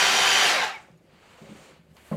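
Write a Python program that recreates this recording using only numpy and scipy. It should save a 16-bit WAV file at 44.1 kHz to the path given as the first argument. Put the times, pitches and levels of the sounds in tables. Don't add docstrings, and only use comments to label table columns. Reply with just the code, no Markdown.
import sys
import numpy as np
from scipy import signal
from scipy.fft import rfft, irfft, next_fast_len
from scipy.io import wavfile
from scipy.ndimage import uniform_filter1d, map_coordinates

SR = 44100
rng = np.random.default_rng(int(sys.argv[2]) if len(sys.argv) > 2 else 0)


def volts(x):
    e = np.asarray(x, float) / 20
    return 10 ** e


def wav_out(sig):
    wavfile.write(sys.argv[1], SR, np.round(np.clip(np.atleast_2d(sig).T, -1, 1) * 32767).astype(np.int16))


N = 95564


def unit(x):
    return x / np.sqrt(np.mean(x ** 2) + 1e-20)


def curves(rows):
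    s, *cols = np.transpose(rows)
    return [np.interp(np.arange(N) / SR, s, c) for c in cols]


def wobble(rate):
    knots = rng.standard_normal(int(N * rate / SR) + 4)
    return map_coordinates(knots, [np.arange(N) * rate / SR])


def filtered(x, response):
    m = next_fast_len(N + SR // 2)
    return irfft(rfft(x, m) * response(np.fft.rfftfreq(m, 1 / SR)), m)[:N]


def along(points, hz):
    f, v = np.transpose(points)
    return np.interp(np.log(hz + 1), np.log(f + 1), v)


def rush(spectrum, patchy_db):
    z = signal.stft(rng.standard_normal(N), nperseg=256)[2]
    field = uniform_filter1d(rng.standard_normal(z.shape), 4, axis=0)
    field = uniform_filter1d(field, 6, axis=1)
    noise = signal.istft(z * volts(patchy_db * unit(field)), nperseg=256)[1][:N]
    return unit(filtered(noise, lambda hz: volts(along(spectrum, hz))))


def peak(hz, centre_hz, wide_hz):
    return 1j * hz * wide_hz / (centre_hz ** 2 - hz * hz + 1j * hz * wide_hz)


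def add(track, s, sound):
    part = track[round(s * SR):][:len(sound)]
    part += sound[:len(part)]


# f/Hz, level/dB
AIR_COLOUR = [(15, -35), (25, -18.5), (164, -7), (281, -12.5), (389, -9), (433, -19.5), (537, -9.5),
              (684, -20.5), (15500, -46.5)]
# t/s, level/dB
FAR_HUM = [
    (0, -51.5),
    (.3, -59),
    (.6, -71),
    (1.1, -77),
    (1.7, -67),
    (1.85, -62),
    (2.17, -61.5),
]


def air():
    hum = np.sin(2 * np.pi * 72 * np.arange(N) / SR)
    hum_db = curves(FAR_HUM)[0] + 2 * wobble(7.9)
    return volts(-60.5) * rush(AIR_COLOUR, patchy_db=3) + volts(hum_db) * hum


# f/Hz, time to fall 60 dB/s
ROOM_RING = [(200, 0.48), (2000, 0.36), (10000, 0.25)]


def room(x):
    hz, t, z = signal.stft(rng.standard_normal(SR // 2), SR, nperseg=256)
    fade_db = -60 * t / along(ROOM_RING, hz)[:, None]
    tail = signal.istft(z * volts(fade_db), SR, nperseg=256)[1]
    late = np.pad(x, (250, 0))
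    return signal.fftconvolve(late, tail / np.linalg.norm(tail))[:N]


# t/s, level/dB, crispness/dB
SLEEVES = [
    (.75, -66.5, -0.5),
    (.83, -68, 1),
    (.9, -76.5, -0.5),
    (.95, -82, 0),
]
# t/s, level/dB, crispness/dB
TURN = [
    (1.0, -79, -13),
    (1.026, -79.5, -8),
    (1.124, -64.5, -13.5),
    (1.27, -59.5, -10),
    (1.656, -56, -4),
    (1.776, -63, -12.5),
    (1.814, -71.5, -18),
    (1.86, -80, -12),
]
# t/s, level/dB, crispness/dB
LAST_STRIDE = [
    (1.88, -74.5, -12),
    (1.955, -71, 3.5),
    (1.97, -57, -11.5),
    (2.02, -62.5, -2.5),
    (2.17, -55.5, -3.5),
]
# f/Hz, level/dB
SOFT_CLOTH = [(200, -4), (480, -1.5), (1000, -3), (2900, -9), (3500, -12.5), (4700, -14.5), (5400, -25),
              (15600, -36)]
# f/Hz, level/dB
CRISP_CLOTH = [(3500, -32), (5400, -4), (7000, 0), (9000, -4.5), (10500, -16), (15600, -17.5)]
# f/Hz, level/dB
CRISP_STRIDE = [(3000, -29), (6000, -1.5), (8000, 2), (10000, -1), (12500, -1.5), (13500, -6), (15600, -8)]
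# f/Hz, width/Hz, level/dB
WEAVE_PEAKS = [(2260, 240, 2.5), (2980, 180, 0.5), (4430, 400, 0)]


def clothes():
    def weave(f):
        return 1 + sum(volts(db - 7.5) * np.abs(peak(f, c, w)) for c, w, db in WEAVE_PEAKS)

    out, t = np.zeros(N), np.arange(N) / SR
    for stroke, crisp in ((TURN, CRISP_CLOTH), (LAST_STRIDE, CRISP_STRIDE), (SLEEVES, CRISP_CLOTH)):
        level_db, crisp_db = curves(stroke)
        outside_s = np.maximum(stroke[0][0] - t, 0) + np.maximum(t - stroke[-1][0], 0)
        level_db = level_db - 150 * outside_s + .8 * wobble(60)
        soft = filtered(rush(SOFT_CLOTH, patchy_db=1), weave)
        out += volts(level_db) * (volts(3) * soft + volts(crisp_db) * rush(crisp, patchy_db=1))
    return out


# t/s, length/s, from f/Hz, to f/Hz, level/dB
WEAVE_SQUEAKS = [
    (1.29, .03, 12300, 12200, -82),
    (1.33, .06, 13900, 15000, -85),
    (1.37, .11, 11400, 12800, -77),
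    (1.68, .07, 11500, 9300, -84),
]


def squeaks():
    out = np.zeros(N)
    waver, wander_hz = volts(2.9 * wobble(70)), 130 * wobble(35)
    for s, long_s, from_hz, to_hz, db in WEAVE_SQUEAKS:
        u = np.arange(round(long_s * SR)) / (long_s * SR)
        here = slice(round(s * SR), round(s * SR) + len(u))
        hz = from_hz + (to_hz - from_hz) * u + wander_hz[here]
        swell = np.sin(np.pi * u) ** .4 * waver[here]
        add(out, s, volts(db) * swell * np.sin(2 * np.pi * np.cumsum(hz) / SR))
    return out


# t/s, peak level/dB, favoured f/Hz
SOLE_CONTACTS = [(.885, -48, 560), (0.901, -39.5, 151), (.918, -44, 151), (0.939, -62, 523),
                 (1.04, -53, 160), (1.129, -51.5, 204), (1.385, -46, 594), (1.416, -33.5, 205),
                 (1.44, -41.5, 610), (1.469, -42, 640), (1.491, -34.5, 205), (1.514, -33, 226),
                 (1.542, -45.5, 348), (1.599, -44.5, 171), (1.69, -45, 500), (1.726, -49, 171),
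                 (1.793, -45, 170.5), (1.885, -52, 168), (1.91, -50.5, 160), (2.1146, -21, 215),
                 (2.1146, -28, 553), (2.1194, -22, 212), (2.12, -33, 870), (2.128, -31, 1110),
                 (2.13, -41.5, 1900), (1.42, -42.5, 426), (1.501, -49, 520), (1.525, -46.5, 600),
                 (2.139, -28, 205), (2.141, -28.5, 550)]
# f/Hz, level/dB, time to fall 60 dB/s
FLOOR_BOARDS = [(105, -20, 0.13), (160, 2, 0.14), (181.7, -2.5, 0.068), (205, 0, .08), (301, 3.5, 0.089),
                (384, 3, 0.095), (471, -1.5, 0.1), (536, 0, 0.1), (601, 1.5, 0.04), (810, -1.5, 0.068),
                (950, -6, 0.072), (1070, 2, 0.032), (1220, 0, 0.019), (1900, -1, .03)]


def feet():
    out, t = np.zeros(N), np.arange(SR // 4) / SR
    reach_oct, rise_cycles = 0.57, 0.88
    for s, db, near_hz in SOLE_CONTACTS:
        ring = np.zeros(len(t))
        for hz, level, t60 in FLOOR_BOARDS:
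            a, b = rng.standard_normal(2)
            share = 1 / (1 + (np.log2(hz / near_hz) / reach_oct) ** 2) ** 2
            ring += volts(level + 2 * a - 60 * t / t60) * share * np.sin(2 * np.pi * hz * (1 + 0.027 * b) * t)
        add(out, s, volts(db - 0.5) * ring * (1 - np.exp(-t * near_hz / rise_cycles)))
    return out


# f/Hz, level/dB, time to fall 60 dB/s
CATCH = [(6778, 2, 0.042), (8900, -12, .04), (11310, -5, .04)]


def catch():
    out, t = np.zeros(N), np.arange(SR // 10) / SR
    ring = sum(volts(db - 60 * t / t60) * np.sin(2 * np.pi * hz * t) for hz, db, t60 in CATCH)
    add(out, .975, volts(-65) * ring)
    return out


# t/s, peak level/dB, centre f/Hz, width over centre
SMALL_TICKS = [(2.117, -40, 1700, 0.36), (2.124, -47, 2030, .3), (2.133, -41, 1770, .3),
               (2.153, -50, 2100, .3), (.739, -58, 12500, .4), (.753, -52.5, 11000, .2),
               (.825, -53, 7300, 0.15), (.915, -56, 5050, .3), (1.136, -73.5, 12500, .4),
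               (1.573, -52, 11500, .7), (1.968, -42.5, 2980, 2.5), (2.075, -53, 3500, 0.81)]
# t/s, peak level/dB, f/Hz, width over centre
HOUSING_RINGS = [(.628, -21.5, 871, 0.062), (0.663, -26, 835, 0.105), (.7, -31.5, 790, 0.069),
                 (.74, -36, 890, 0.061), (0.45, -34, 2600, .025), (0.74, -35.5, 2300, 0.025),
                 (0.76, -33.5, 2200, 0.037), (.69, -30.5, 1270, 0.043), (0.66, -45, 2200, 0.045),
                 (.765, -41, 800, .06), (.79, -47, 850, .06)]


def ticks():
    out, t = np.zeros(N), np.arange(SR // 10) / SR
    for s, db, hz, wide in [*SMALL_TICKS, *HOUSING_RINGS]:
        burst = np.zeros(N)
        add(burst, s, volts(-60 * t / 0.01) * rng.standard_normal(len(t)))
        burst = filtered(burst, lambda f: peak(f, hz, wide * hz) ** 2)
        out += volts(db) * burst / np.abs(burst).max()
    return out


# t/s, peak level/dB
TOOTH_KNOCKS = [
    (.58, -38),
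    (.601, -42),
    (.624, -35.5),
    (.637, -37.5),
    (.6485, -35.5),
    (.663, -43.5),
    (.679, -39.5),
    (.694, -46),
]
# f/Hz, level/dB, time to fall 60 dB/s
GEAR_RING = [(4530, -2.5, 0.013), (5700, 4.5, .02), (7000, 3, .015), (8800, -8, 0.017),
             (10260, -5.5, 0.018), (12100, -8, 0.015), (14070, -18.5, 0.013)]


def gear_knocks():
    out, t = np.zeros(N), np.arange(SR // 10) / SR
    for s, db in TOOTH_KNOCKS:
        ring = np.zeros(len(t))
        for hz, level, t60 in GEAR_RING:
            a, b = rng.standard_normal(2)
            ring += volts(level + 2.6 * a - 60 * t / t60) * np.sin(2 * np.pi * hz * (1 + 0.016 * b) * t)
        add(out, s, volts(db) * (1 - np.exp(-t / .0004)) * ring)
    return out


FULL_HZ, RELEASE_S = 388.9, .465


def motor():
    slowing_s = np.maximum(np.arange(N) / SR - RELEASE_S, 0)
    speed = np.clip(1 - 900 / FULL_HZ * slowing_s, .02, 1)
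    turns = np.cumsum(FULL_HZ * speed * (1 + .0003 * wobble(12))) / SR
    return speed, turns


# f/Hz, level/dB
ROAR_COLOUR = [(35, -56), (60, -27.5), (385, -13.5), (486, -8.5), (773, -5), (2840, -3.5), (3120, -4.5),
               (6870, -14), (15500, -35)]
# f/Hz, width/Hz, level/dB
WHINE_BANDS = [(4606, 150, -10), (5840, 150, -1.5), (6890, 500, -3), (9300, 120, 3.5), (10700, 270, -1.5),
               (11800, 160, 0.5)]


def roar(speed, stroke):
    def whine(f):
        return sum(volts(db) * np.abs(peak(f, c, w)) ** 2 for c, w, db in WHINE_BANDS)

    noise = rush(ROAR_COLOUR, patchy_db=1.5) * stroke
    noise = noise + speed ** 3.6 * filtered(noise, whine)
    treble = filtered(noise, lambda hz: 1 / (1 + (4200 / (hz + 1)) ** 2))
    treble_stays = 0.17
    noise = noise - treble * (1 - treble_stays) * (1 - speed ** 2)
    return np.maximum(speed, .2) ** 0.34 * noise


# f/Hz, width/Hz, level/dB
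HOUSING = [(724, 69, 1.5), (800, 98, -1.5), (1500, 370, -2), (2100, 500, -3), (2530, 210, -5)]


def rattle(speed, turns, stroke):
    def housing(f):
        return sum((-1) ** k * volts(db) * peak(f, c, w) for k, (c, w, db) in enumerate(HOUSING))

    tooth = np.floor(3.1 * turns + 1.5 * wobble(300))
    strikes = np.diff(tooth, prepend=0) != 0
    strikes = strikes * rng.uniform(-1, 1, N) * volts(2 * wobble(90))
    shaken = filtered(strikes * stroke ** 2, housing)
    shaken /= shaken[:round(RELEASE_S * SR)].std()
    looser_db = 1 - speed
    return shaken / np.sqrt(np.maximum(speed, .3)) * volts(looser_db)


# f/Hz, level/dB
MOTOR_TONES = [(390.1, -40), (726.5, -38), (780.2, -36), (1015, -43), (1160, -43), (1560.4, -35),
               (1668, -39.5), (2392, -41), (2467, -40), (3047, -35), (3120.8, -29), (3483, -40), (3628, -39),
               (4681, -34),
               (5851.5, -34), (6820, -48), (9362, -51), (11703, -56), (14044, -64)]
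# f/Hz, width/Hz, level/dB
HOUSING_SWELLS = [(285, 70, 7), (540, 120, 11), (1400, 160, 9), (2140, 220, 13), (4050, 600, 11)]


def whirring_tones(speed, turns, effort_db):
    coasting = np.arange(N) / SR > RELEASE_S
    grid_hz = np.arange(0, SR / 2, 10)
    answer = sum(volts(db) * np.abs(peak(grid_hz, c, w)) ** 2 for c, w, db in HOUSING_SWELLS)
    tones = np.zeros(N)
    for hz, db in MOTOR_TONES:
        swell = 1 + coasting * np.interp(hz * speed, grid_hz, answer)
        level_db = db + (1.2 + 2.5 * coasting) * wobble(32.01)
        tones += swell * volts(level_db) * np.sin(2 * np.pi * (hz / FULL_HZ * turns + rng.random()))
    crawl_db = 120 * np.maximum(.58 - speed, 0)
    fade_db = np.minimum(effort_db, 0) - 11 * coasting - crawl_db
    return filtered(volts(fade_db + 3) * tones, lambda hz: 1 / (1 + (270 / (hz + 1)) ** 6))


# t/s, level/dB
DRILL_LEVEL = [
    (0.0, -19),
    (0.086, -20.5),
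    (0.498, -20),
    (0.63, -25.5),
    (0.636, -23.5),
    (0.748, -42.5),
    (0.798, -61.5),
    (0.9, -64),
]


def drill():
    speed, turns = motor()
    stroke = 1 + 0.13 * np.cos(2 * np.pi * turns / 5.373)
    level_db = curves(DRILL_LEVEL)[0] - 200 * np.maximum(np.arange(N) / SR - DRILL_LEVEL[-1][0], 0)
    noise = volts(-1) * roar(speed, stroke) + volts(-8) * rattle(speed, turns, stroke)
    return volts(level_db) * noise, whirring_tones(speed, turns, level_db - DRILL_LEVEL[1][1])


def scene():
    noise, tones = drill()
    small, steps = ticks() + gear_knocks() + catch(), feet()
    direct = noise + steps + small + tones
    echo = room(noise + 0.65 * steps + .3 * small + .12 * tones)
    return ((direct + volts(-4.5) * echo) * volts(-1.5) + clothes() + squeaks() + air())[None]


def low_pass(x):
    return signal.sosfilt(signal.butter(12, 15640, fs=SR, output="sos"), x)


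def record(dry):
    mix = filtered(dry[0], lambda hz: (1j * hz / 32 / (1 + 1j * hz / 32)) ** 2)
    return low_pass(mix[None])


dry = scene()
out = record(dry)
wav_out(out)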